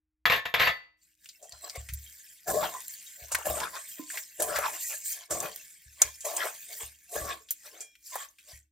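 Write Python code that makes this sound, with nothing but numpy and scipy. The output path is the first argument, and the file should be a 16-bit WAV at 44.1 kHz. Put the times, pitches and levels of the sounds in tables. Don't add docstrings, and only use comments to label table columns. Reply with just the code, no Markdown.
import sys
import numpy as np
from scipy import signal
from scipy.fft import rfft, irfft
from scipy.io import wavfile

SR = 44100
rng = np.random.default_rng(int(sys.argv[2]) if len(sys.argv) > 2 else 0)


def unload_audio(sound):
    columns = np.transpose(np.atleast_2d(sound))
    steps = np.round(np.clip(columns, -1, 1) * 32767)
    wavfile.write(sys.argv[1], SR, steps.astype(np.int16))


N = 384111
TIME = np.arange(N) / SR
STEP_TIME = TIME[::32]



def from_db(db):
    return np.exp(np.asarray(db) * (np.log(10) / 20))


def rms_one(x):
    return x / np.sqrt(np.mean(x ** 2) + 1e-20)


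def gains(rows):
    s, *columns = np.transpose(rows)
    inside = (TIME >= s[0]) * (TIME <= s[-1])
    return [from_db(np.interp(TIME, s, column)) * inside for column in columns]


def add(track, s, sound):
    start = int(s * SR)
    track[start:start + len(sound)] += sound[:N - start]


def convolve(x, response):
    return signal.oaconvolve(x, response)[:len(x)]


def at_hz(points, size):
    hz, db = np.transpose(points)
    return np.interp(np.log(np.fft.rfftfreq(size, 1 / SR) + 1), np.log(hz), db)


def response_of(points, size=4096):
    cepstrum = irfft(np.log(from_db(at_hz(points, size=size))))[:size // 2]
    cepstrum[1:] *= 2
    return irfft(np.exp(rfft(cepstrum, size)))


def colour(x, points):
    return rms_one(convolve(x, response_of(points))) * np.std(x)


def fade(t60):
    t60 = max(t60, .002)
    return np.exp(-np.log(1000) * TIME[:int(2 * t60 * SR)] / t60)


def tail(t60):
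    envelope = fade(t60)
    echoes = envelope * rng.standard_normal(2 * SR)[:len(envelope)]
    return echoes / np.linalg.norm(echoes)


def resonate(x, hz, width_hz):
    r = np.exp(-np.pi * width_hz / SR)
    top = np.array([1, 0, -1]) * (1 - r * r) / 2
    bottom = [1, -2 * r * np.cos(2 * np.pi * hz / SR), r * r]
    return signal.lfilter(top, bottom, x + 1e-18)


def ring(x, modes):
    t = TIME[:SR]
    response = sum(from_db(db) * np.exp(-np.log(1000) * t / t60) * np.sin(2 * np.pi * hz * t)
                   for hz, db, t60 in modes)
    return convolve(x, response)


def struck(events, modes, soft_hz, low_hz=36):
    pushes = np.zeros(N)
    for s, db in events:
        add(pushes, s, from_db([db]))
    band = signal.butter(4, [low_hz, soft_hz], "band", fs=SR, output="sos")
    return signal.sosfilt(band, ring(pushes, modes) + 1e-18)


def flicker(per_s, count=2000):
    return rms_one(np.interp(TIME * per_s, np.arange(count), rng.uniform(-1, 1, count)))


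def grains(per_s, spread_db, count=30000):
    at = np.flatnonzero(rng.random(N) < per_s / SR)
    size, sign = np.resize(rng.standard_normal((count, 2)), (len(at), 2)).T
    clicks = np.zeros(N)
    clicks[at] = from_db(spread_db * np.clip(size, -2, 2)) * np.sign(sign)
    return rms_one(clicks)


def shares(levels_db, patchy_db, change_per_s):
    weights = np.array([from_db(db + patchy_db * flicker(change_per_s)) for db in levels_db])
    return weights / np.sqrt(np.sum(weights ** 2, axis=0))


def rub(modes, per_s, spread_db, patchy_db, change_per_s, damping=1.57):
    slips = grains(per_s, spread_db)
    levels_db = [db for _, _, db in modes]
    out = np.zeros(N)
    for (hz, width, _), share in zip(modes, shares(levels_db, patchy_db, change_per_s)):
        push = slips * rng.uniform(-1.155, 1, N) * share
        once = resonate(push, hz, damping * width)
        out += resonate(once, hz, damping * width)
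    return rms_one(out)


def crackle(low_hz, high_hz, per_s, spread_db, patchy_db, change_per_s, width, count=12):
    pitches = np.geomspace(low_hz, min(high_hz, .42 * SR), count)
    prevailing = shares(np.zeros(count), patchy_db, change_per_s)
    return rms_one(sum(resonate(grains(per_s / count, spread_db), hz, width * hz) * share
                       for hz, share in zip(pitches, prevailing)))


def burst(t60, rise_s):
    decay = fade(t60)
    envelope = decay * (1 - np.exp(-TIME[:len(decay)] / rise_s))
    return envelope / envelope.max() * rng.choice([-1., 1.], SR)[:len(envelope)]


def contact(hz, t60, spectrum, width, broad_db, rise_s, size=2048):
    body = response_of(spectrum)[:size]
    body = resonate(body, hz, width * hz) + from_db(broad_db) * body
    return signal.fftconvolve(burst(t60, rise_s), body / np.linalg.norm(body))


# pitch_hz, level_db
STILL_KITCHEN_COLOUR = [(25, -11), (60, 17.5), (150, -15.5), (500, -40.5), (2000, -37), (12000, -37)]


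def room_tone(tone_db=-86, hum_hz=310, hum_db=-92):
    noise = from_db(tone_db) * colour(rng.standard_normal(N), STILL_KITCHEN_COLOUR)
    return noise + from_db(hum_db) * np.sqrt(2) * np.sin(2 * np.pi * hum_hz * TIME)


# time_s, level_db
KNEADING = [(.97, -95), (1.03, -68.5), (1.12, -73), (1.17, -82), (1.25, -61), (1.4, -69.5), (1.7, -56.5),
            (2.27, -56.5), (2.42, -62), (2.7, -49), (3.27, -55), (3.8, -50.5), (4.35, -56.5), (4.72, -43.5),
            (5.19, -62.5), (5.28, -97), (5.48, -48.5), (5.83, -63), (6.5, -50.5), (6.88, -54),
            (6.98, -66.5), (7.34, -54.5), (7.46, -68), (7.66, -57), (7.97, -76.5), (8.2, -62.5),
            (8.34, -74.5), (8.56, -55.5), (8.7, -99.5)]
# pitch_hz, level_db
RUMBLE_COLOUR = [(25, -18), (60, -6), (110, -5), (185, 1), (250, -7), (350, -4), (550, -30)]


def rumble(tremble, held_db=-76):
    kneading, = gains(KNEADING)
    force = from_db(held_db) * np.sqrt(kneading / kneading.max()) + tremble
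    return force * colour(grains(per_s=400, spread_db=3), RUMBLE_COLOUR)


# start_s, level_db
ROCKING_TIMES = [(1.526, -49), (1.773, -30), (1.89, -34), (1.921, -26.5), (2.501, -42.5), (2.581, -49),
                 (3.217, -42), (3.335, -42), (3.488, -31), (4.411, -54), (4.559, -41.5), (5.319, -42),
                 (5.857, -46), (6.041, -40.5), (6.828, -42.5), (7.161, -42), (7.21, -32), (8.528, -43)]
# pitch_hz, level_db, t60_s
ROCKING_MODES = [(47.6, -15, 0.029), (70.5, -4, 0.35), (108.1, -11.5, 0.28), (146, -4, 0.033)]


def rocking(rock_db=-2):
    return from_db(rock_db) * struck(ROCKING_TIMES, ROCKING_MODES, soft_hz=143)


# start_s, level_db
KNOCKS = [(0.255, -6.5), (0.299, -6.5), (0.321, -8), (0.335, -12.5), (0.455, -18.5), (0.54, -7),
          (0.597, -9.5), (0.621, -15.5), (0.641, -19), (0.672, -9)]
# time_s, level_db
RIM_CHATTER = [
    [(0.335, -37), (0.367, -27), (0.41, -45)],
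    [(0.453, -33.5), (0.461, -30.5), (0.474, -43)],
    [(0.58, -40), (0.604, -20), (0.692, -30), (0.725, -46.5)],
]
# pitch_hz, level_db
GLASS_ON_STONE_COLOUR = [(30, -35), (70, -6), (180, -17), (250, -50), (370, -11), (500, -3.5), (1400, -5),
                         (1900, 3.5), (2900, -3.5), (4200, -9.5), (5400, -21), (8000, -29.5), (10200, -62),
                         (12800, -12.5), (14500, -48)]
# pitch_hz, level_db, t60_s
GLASS_MODES = [(538, -4, .1), (716, -4, .15), (1090, 1, .17), (1286, -2, .15), (1766, 3, .22),
               (1790, 2, .17), (1875, -5, .25), (1930, 0, .14), (1997, -3, .22), (2195, 1, .13),
               (2390, -4, .15), (2681, 0, .18), (3378, -1, .15), (3638, -3, .17), (3681, -4, .14),
               (4538, -13, .12), (6690, -17, .14), (7955, -21, .14), (12740, -4, .13)]


def dish(knock_db=-9, rattle_db=-3, echo_s=0.0054, echo_db=-2, scatter_db=-8, ring_db=-40):
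    chatter = sum(gains(bout)[0] for bout in RIM_CHATTER)
    force = from_db(rattle_db) * chatter * grains(per_s=2300, spread_db=0.5)
    for s, db in KNOCKS:
        level_db = db + knock_db
        add(force, s, from_db(level_db) * burst(t60=0.014, rise_s=0.000095))
        add(force, s + echo_s, from_db(level_db + echo_db) * burst(t60=0.0012, rise_s=0.000067))
        add(force, s, from_db(level_db + scatter_db) * burst(t60=0.15, rise_s=0.0022))
    return colour(force, GLASS_ON_STONE_COLOUR) + from_db(ring_db) * ring(force, GLASS_MODES)


# start_s, level_db
LETTING_GO = [(0.641, -31)]
# pitch_hz, level_db, t60_s
FREE_GLASS_MODES = [(1875, -6, .35), (1997, 2, .45), (4538, -3, .38)]


def dish_singing():
    return struck(LETTING_GO, FREE_GLASS_MODES, soft_hz=8000)


# start_s, level_db
RIM_RELEASES = [(3.35, -68), (6.02, -50), (7.81, -53.5)]
# pitch_hz, level_db, t60_s
FREE_RIM_MODES = [(1680, -12, .14), (2396, 0, .55), (3268, -4, .5), (5400, -6, .5), (6000, -9, .4)]


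def rim_ring():
    return struck(RIM_RELEASES, FREE_RIM_MODES, soft_hz=7000)


# start_s, level_db
GULP_TIMES = [(3.994, -32), (4.028, -45.5)]
# pitch_hz, level_db, t60_s
AIR_POCKET_MODES = [(285, -4, 0.13), (307.7, -8, 0.29), (1027, -15.5, 0.18)]


def gulps():
    return struck(GULP_TIMES, AIR_POCKET_MODES, soft_hz=1500, low_hz=197)


# time_s, level_db
FIRST_GRIP = [(1.515, -66), (1.527, -40), (1.57, -64), (1.62, -51), (1.685, -42.5), (1.71, -66)]
# pitch_hz, width_hz (before damping), level_db
SQUEAK_MODES = [(4130, 89, 1.5), (4880, 140, -5), (5670, 840, -11), (7680, 170, -1)]


def grip(catch_db=4):
    squeak = rub(SQUEAK_MODES, per_s=500, spread_db=2, patchy_db=6, change_per_s=45)
    return gains(FIRST_GRIP)[0] * from_db(catch_db * flicker(per_s=130)) * squeak


# pitch_hz, level_db
SNAP_COLOUR = [(200, -37.5), (600, -44.5), (1500, -8.5), (3500, -7.5), (7000, -1), (10000, -6), (15000, -4),
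               (16500, -14.5)]


def pops(squelch, salt, per_s=45, pop_db=-8, tick_db=-9, typical_db=-52):
    stir = np.sqrt(squelch * salt)
    loose_stir = 2 * stir / (1 + stir / from_db(typical_db))
    pitches = np.geomspace(1900, 9000, 10)
    films = sum(resonate(grains(per_s / len(pitches), spread_db=8.5), hz, 0.0068 * hz) for hz in pitches)
    ticks = colour(convolve(grains(per_s=30, spread_db=3), tail(t60=0.0016)), SNAP_COLOUR)
    return loose_stir * (from_db(pop_db) * rms_one(films) + from_db(tick_db) * ticks)


# start_s, level_db, pitch_hz (centre), t60_s
SNAP_TIMES = [(1.258, -34.5, 2670, 0.027), (1.289, -33.5, 4260, 0.075), (1.426, -40.5, 7400, 0.27),
              (1.4932, -34, 7600, 0.025), (1.522, -30, 4400, 0.029), (1.696, -26, 4640, 0.057),
              (1.8878, -30.5, 2120, 0.09), (1.936, -23.5, 12600, 0.047), (2.5012, -22.5, 8340, 0.073),
              (2.804, -27.5, 7400, .023), (2.8814, -19.5, 12000, 0.0079), (3.319, -19, 7650, 0.15),
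              (3.351, -11, 1730, 0.028), (3.602, -19.5, 2200, 0.033), (4.1013, -29.5, 1860, 0.072),
              (4.1726, -23, 1950, 0.082), (4.4029, -18, 7230, 0.031), (4.421, -16, 10200, 0.09),
              (4.559, -18.5, 1690, 0.15), (5.3084, -19.5, 7550, 0.21), (5.402, -16.5, 7640, 0.027),
              (5.5605, -18.5, 13300, 0.0077), (6.018, 1.5, 7080, 0.028), (6.206, -32, 7500, 0.16),
              (6.3654, -17, 8310, 0.064), (7.4864, -39, 3300, 0.18), (7.5069, -13.5, 13150, 0.061),
              (7.8056, -28, 7360, 0.14), (7.953, -43, 2570, .04), (8.385, -44, 2550, 0.12)]
# start_s, level_db, pitch_hz (centre), t60_s
SLAP_TIMES = [(1.756, -29.5, 680, 0.048), (1.886, -44, 2100, 0.067), (2.475, -27, 566, 0.021),
              (2.74, -25, 870, 0.011), (3.317, -24.5, 1150, 0.046), (3.348, -10.5, 1730, 0.013),
              (3.386, -23, 710, 0.02), (3.467, -15.5, 555, 0.035), (3.498, -18, 602, 0.071),
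              (4.401, -17.5, 590, 0.034), (4.587, -10.5, 644, 0.018), (5.306, -23.5, 540, 0.047),
              (5.427, -25, 874, 0.057), (6.016, -22, 1180, 0.073), (6.454, -18.5, 602, 0.04),
              (7.161, -20.5, 550, 0.028), (8.155, -20.5, 984, 0.041)]
# pitch_hz, level_db
SLAP_COLOUR = [(80, -15), (250, -10.5), (550, 9), (1100, -3.5), (2200, -3.5), (4000, -14), (9000, 12)]


def hits(snap_db=-9, slap_db=-7):
    out = np.zeros(N)
    for s, db, hz, t60 in SNAP_TIMES:
        snap = contact(hz, t60, SNAP_COLOUR, width=0.27, broad_db=-21.5, rise_s=0.00011)
        add(out, s, from_db(db + snap_db) * snap)
    for s, db, hz, t60 in SLAP_TIMES:
        slap = contact(hz, t60, SLAP_COLOUR, width=0.44, broad_db=-29.0, rise_s=0.000093)
        add(out, s, from_db(db + slap_db) * slap)
    return out


def gesture(start, end, rise_db_per_s, fall_db_per_s, sag_db_per_s=0):
    t = STEP_TIME
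    rise_db = -rise_db_per_s * np.clip(start - t, 0, 1)
    sag_db = -sag_db_per_s * np.clip(t - start, 0, end - start)
    fall_db = -fall_db_per_s * np.clip(t - end, 0, 1)
    return from_db(rise_db + sag_db + fall_db)


def together(parts):
    return np.interp(TIME, STEP_TIME, np.sqrt(sum(part ** 2 for part in parts)))


# start_s, at_wall_s, drag_db,
# salt_db, tremble_db (of the bowl), wall_db (scrape on the wall), wet_db (squelch at the wall)
HEAP_SHOVES = [(2.479, 2.647, -29.5, -37.5, -44.5, -31, -35.5), (3.456, 3.638, -35.5, -38, -50, -33, -39.5),
               (4.401, 4.657, -34, -38, -56, -29, -34.5), (5.308, 5.462, -36, -41, -49.5, -38, -42.5),
               (6.251, 6.419, -38, -37.5, -90, -34, -33.5), (7.158, 7.314, -39, -41.5, -54, -33.5, -36.5)]
SHOVE_RISE_DB_PER_S, SHOVE_SAG_DB_PER_S, SHOVE_FALL_DB_PER_S = 1805, 44, 244.5
SHOVE_WALL_DB, SHOVE_WET_DB = -42.5, -47
RIDE_RISE_DB_PER_S, RIDE_FALL_DB_PER_S = 275.5, 363
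# start_s, length_s, level_db, height (0 bottom to 1 wall, no unit),
# wet_db (squelch)
PIECE_SLIDES = [(1.434, 0.0068, -48, 0.05, -87), (1.535, .005, -56, 0.47, -76),
                (1.638, 0.043, -52, 0.39, -57.5), (1.758, 0.0091, -46, .4, -47),
                (2.742, 0.013, -38.5, 0.86, -54), (3.199, 0.045, -56.5, 0.07, -54.5),
                (3.322, 0.089, -45.5, 0.78, -49.5), (3.74, 0.034, -44.5, 0.7, -47),
                (3.982, 0.03, -63, 0.22, -72), (4.145, 0.022, -50, 0.65, -46),
                (4.523, 0.051, -38.5, 0.65, -43.5), (4.699, 0.072, -51.5, 0.45, -73),
                (4.909, 0.026, -51.5, 0.47, -45), (5.146, 0.084, -58.5, 0.71, -51.5),
                (6.013, 0.05, -49, 0.71, -45), (6.443, 0.042, -40, 0.55, -43.5),
                (6.706, 0.033, -55.5, .1, -52), (6.807, 0.028, -51.5, 0.64, -48),
                (7.131, 0.016, -46, 0.16, -56), (7.66, 0.016, -56.5, .55, -49.5),
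                (7.735, 0.086, -56, 0.14, -58), (8.134, 0.1, -50, 0.84, -48.5),
                (8.487, 0.028, -61.5, 0.42, -53)]
SLIDE_RISE_DB_PER_S, SLIDE_FALL_DB_PER_S, SLIDE_SALT_DB = 746.5, 392, -3
# start_s, length_s, level_db
SALT_RUBS = [(2.903, 0.035, -48.5), (3.895, 0.024, -49.5), (4.107, 0.1, -45.5), (4.814, 0.14, -40),
             (5.06, 0.065, -37), (6.727, .1, -47), (7.136, .03, -42.5), (8.061, 0.15, -49),
             (8.488, 0.035, -64)]
RUB_RISE_DB_PER_S, RUB_FALL_DB_PER_S, RUB_WET_DB = 419, 233, -16
KNEADING_WET_DB, KNEADING_STEEL_DB = -4.5, -31.5


def hand():
    kneading = from_db(np.interp(STEP_TIME, *np.transpose(KNEADING))) * (STEP_TIME > KNEADING[0][0])
    steel = from_db(KNEADING_STEEL_DB) * kneading
    drag, scrape, tremble = [steel], [steel], []
    squelch, salt = [from_db(KNEADING_WET_DB) * kneading], [kneading]
    for start, at_wall, drag_db, salt_db, tremble_db, wall_db, wet_db in HEAP_SHOVES:
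        shove = gesture(start, at_wall, SHOVE_RISE_DB_PER_S, SHOVE_FALL_DB_PER_S, SHOVE_SAG_DB_PER_S)
        ride = gesture(at_wall, at_wall, RIDE_RISE_DB_PER_S, RIDE_FALL_DB_PER_S)
        drag.append(from_db(drag_db) * shove)
        scrape += [from_db(SHOVE_WALL_DB) * shove, from_db(wall_db) * ride]
        squelch += [from_db(SHOVE_WET_DB) * shove, from_db(wet_db) * ride]
        salt.append(from_db(salt_db) * shove)
        tremble.append(from_db(tremble_db) * shove)
    for s, length, db, height, wet_db in PIECE_SLIDES:
        slide = gesture(s, s + length, SLIDE_RISE_DB_PER_S, SLIDE_FALL_DB_PER_S)
        drag.append(from_db(db) * np.cos(height * np.pi / 2) * slide)
        scrape.append(from_db(db) * np.sin(height * np.pi / 2) * slide)
        squelch.append(from_db(wet_db) * slide)
        salt.append(from_db(wet_db + SLIDE_SALT_DB) * slide)
    for s, length, db in SALT_RUBS:
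        rubbing = from_db(db) * gesture(s, s + length, RUB_RISE_DB_PER_S, RUB_FALL_DB_PER_S)
        squelch.append(from_db(RUB_WET_DB) * rubbing)
        salt.append(rubbing)
    return [together(parts) for parts in (drag, scrape, squelch, salt, tremble)]


# pitch_hz, width_hz (before damping), level_db
BOWL_BOTTOM_MODES = [(333.6, 26, -6.5), (440.7, 45, -0.5), (571, 58, -1), (618, 62, 6), (702, 54, 4.5)]
# pitch_hz, width_hz (before damping), level_db
BOWL_WALL_MODES = [(887, 95, -1.5), (1037, 71, 5), (1120, 64, 6), (1324, 290, -4), (1690, 82, 0)]
# pitch_hz, level_db
SQUELCH_COLOUR = [(900, -63.5), (1450, -3), (1700, 7), (1950, 6.5), (2200, 6.5), (2800, 3), (3400, 4),
                  (4500, -1.5), (6000, -3.5), (9000, -29.5)]
# pitch_hz, level_db
SALT_COLOUR = [(2500, -42.5), (4500, -8.5), (5800, -7), (7200, 1), (8500, 0), (9900, -14), (11000, -2),
               (12700, -7.5), (14500, 0.5), (15300, -6.5), (16300, -26.5)]


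def strokes(drag, scrape, squelch, salt, squelch_db=-1.0, salt_db=2, judder_db=1.0):
    bottom = drag * rub(BOWL_BOTTOM_MODES, per_s=1100, spread_db=3, patchy_db=5, change_per_s=22)
    wall = scrape * rub(BOWL_WALL_MODES, per_s=1000, spread_db=3.0, patchy_db=8, change_per_s=22)
    juice = crackle(1500, 6000, per_s=4500, spread_db=5, patchy_db=6, change_per_s=32, width=.06)
    crystals = crackle(4000, 15500, per_s=17000, spread_db=4.5, patchy_db=4.5, change_per_s=28, width=.07)
    wet = from_db(squelch_db) * squelch * colour(juice, SQUELCH_COLOUR)
    grit = from_db(salt_db) * salt * colour(crystals, SALT_COLOUR)
    return (bottom + wall + wet + grit) * from_db(judder_db * flicker(per_s=83))


# pitch_hz, level_db (side over middle)
STEREO_SPREAD = [(60, -16), (150, -15), (300, -8), (700, -9), (1300, -5), (2500, -10), (5500, -9),
                 (9000, -3), (15000, -5)]
# pitch_hz, level_db (left minus right)
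LEFT_OVER_RIGHT = [(60, 0), (400, 1.5), (2500, 2.3), (5000, 1.5), (9000, 0), (15000, 0)]


def kitchen(x, t60, room_db=-11, near_t60=.045):
    near = convolve(convolve(x, tail(near_t60)), response_of(STEREO_SPREAD))
    dull = signal.sosfilt(signal.butter(1, 5000, fs=SR, output="sos"), x + 1e-18)
    ears = []
    for sign in (1, -1):
        lead = response_of([(hz, sign * db / 2) for hz, db in LEFT_OVER_RIGHT])
        direct = convolve(x + sign * near, lead)
        ears.append(direct + from_db(room_db) * convolve(dull, tail(t60)))
    return np.array(ears)


def scene():
    glass = dish() + dish_singing()
    drag, scrape, squelch, salt, tremble = hand()
    bowl = rumble(tremble) + rim_ring() + gulps() + grip()
    bowl += pops(squelch, salt) + hits() + strokes(drag, scrape, squelch, salt)
    both_ears = room_tone() + rocking()
    return kitchen(glass, t60=0.37) + kitchen(bowl, t60=0.25) + both_ears


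def record(dry):
    rounded = dry / (1 + (dry / .85) ** 6) ** (1 / 6)
    return signal.sosfilt(signal.ellip(10, .2, 80, 15900, fs=SR, output="sos"), rounded)


dry = scene()
out = record(dry)
unload_audio(out)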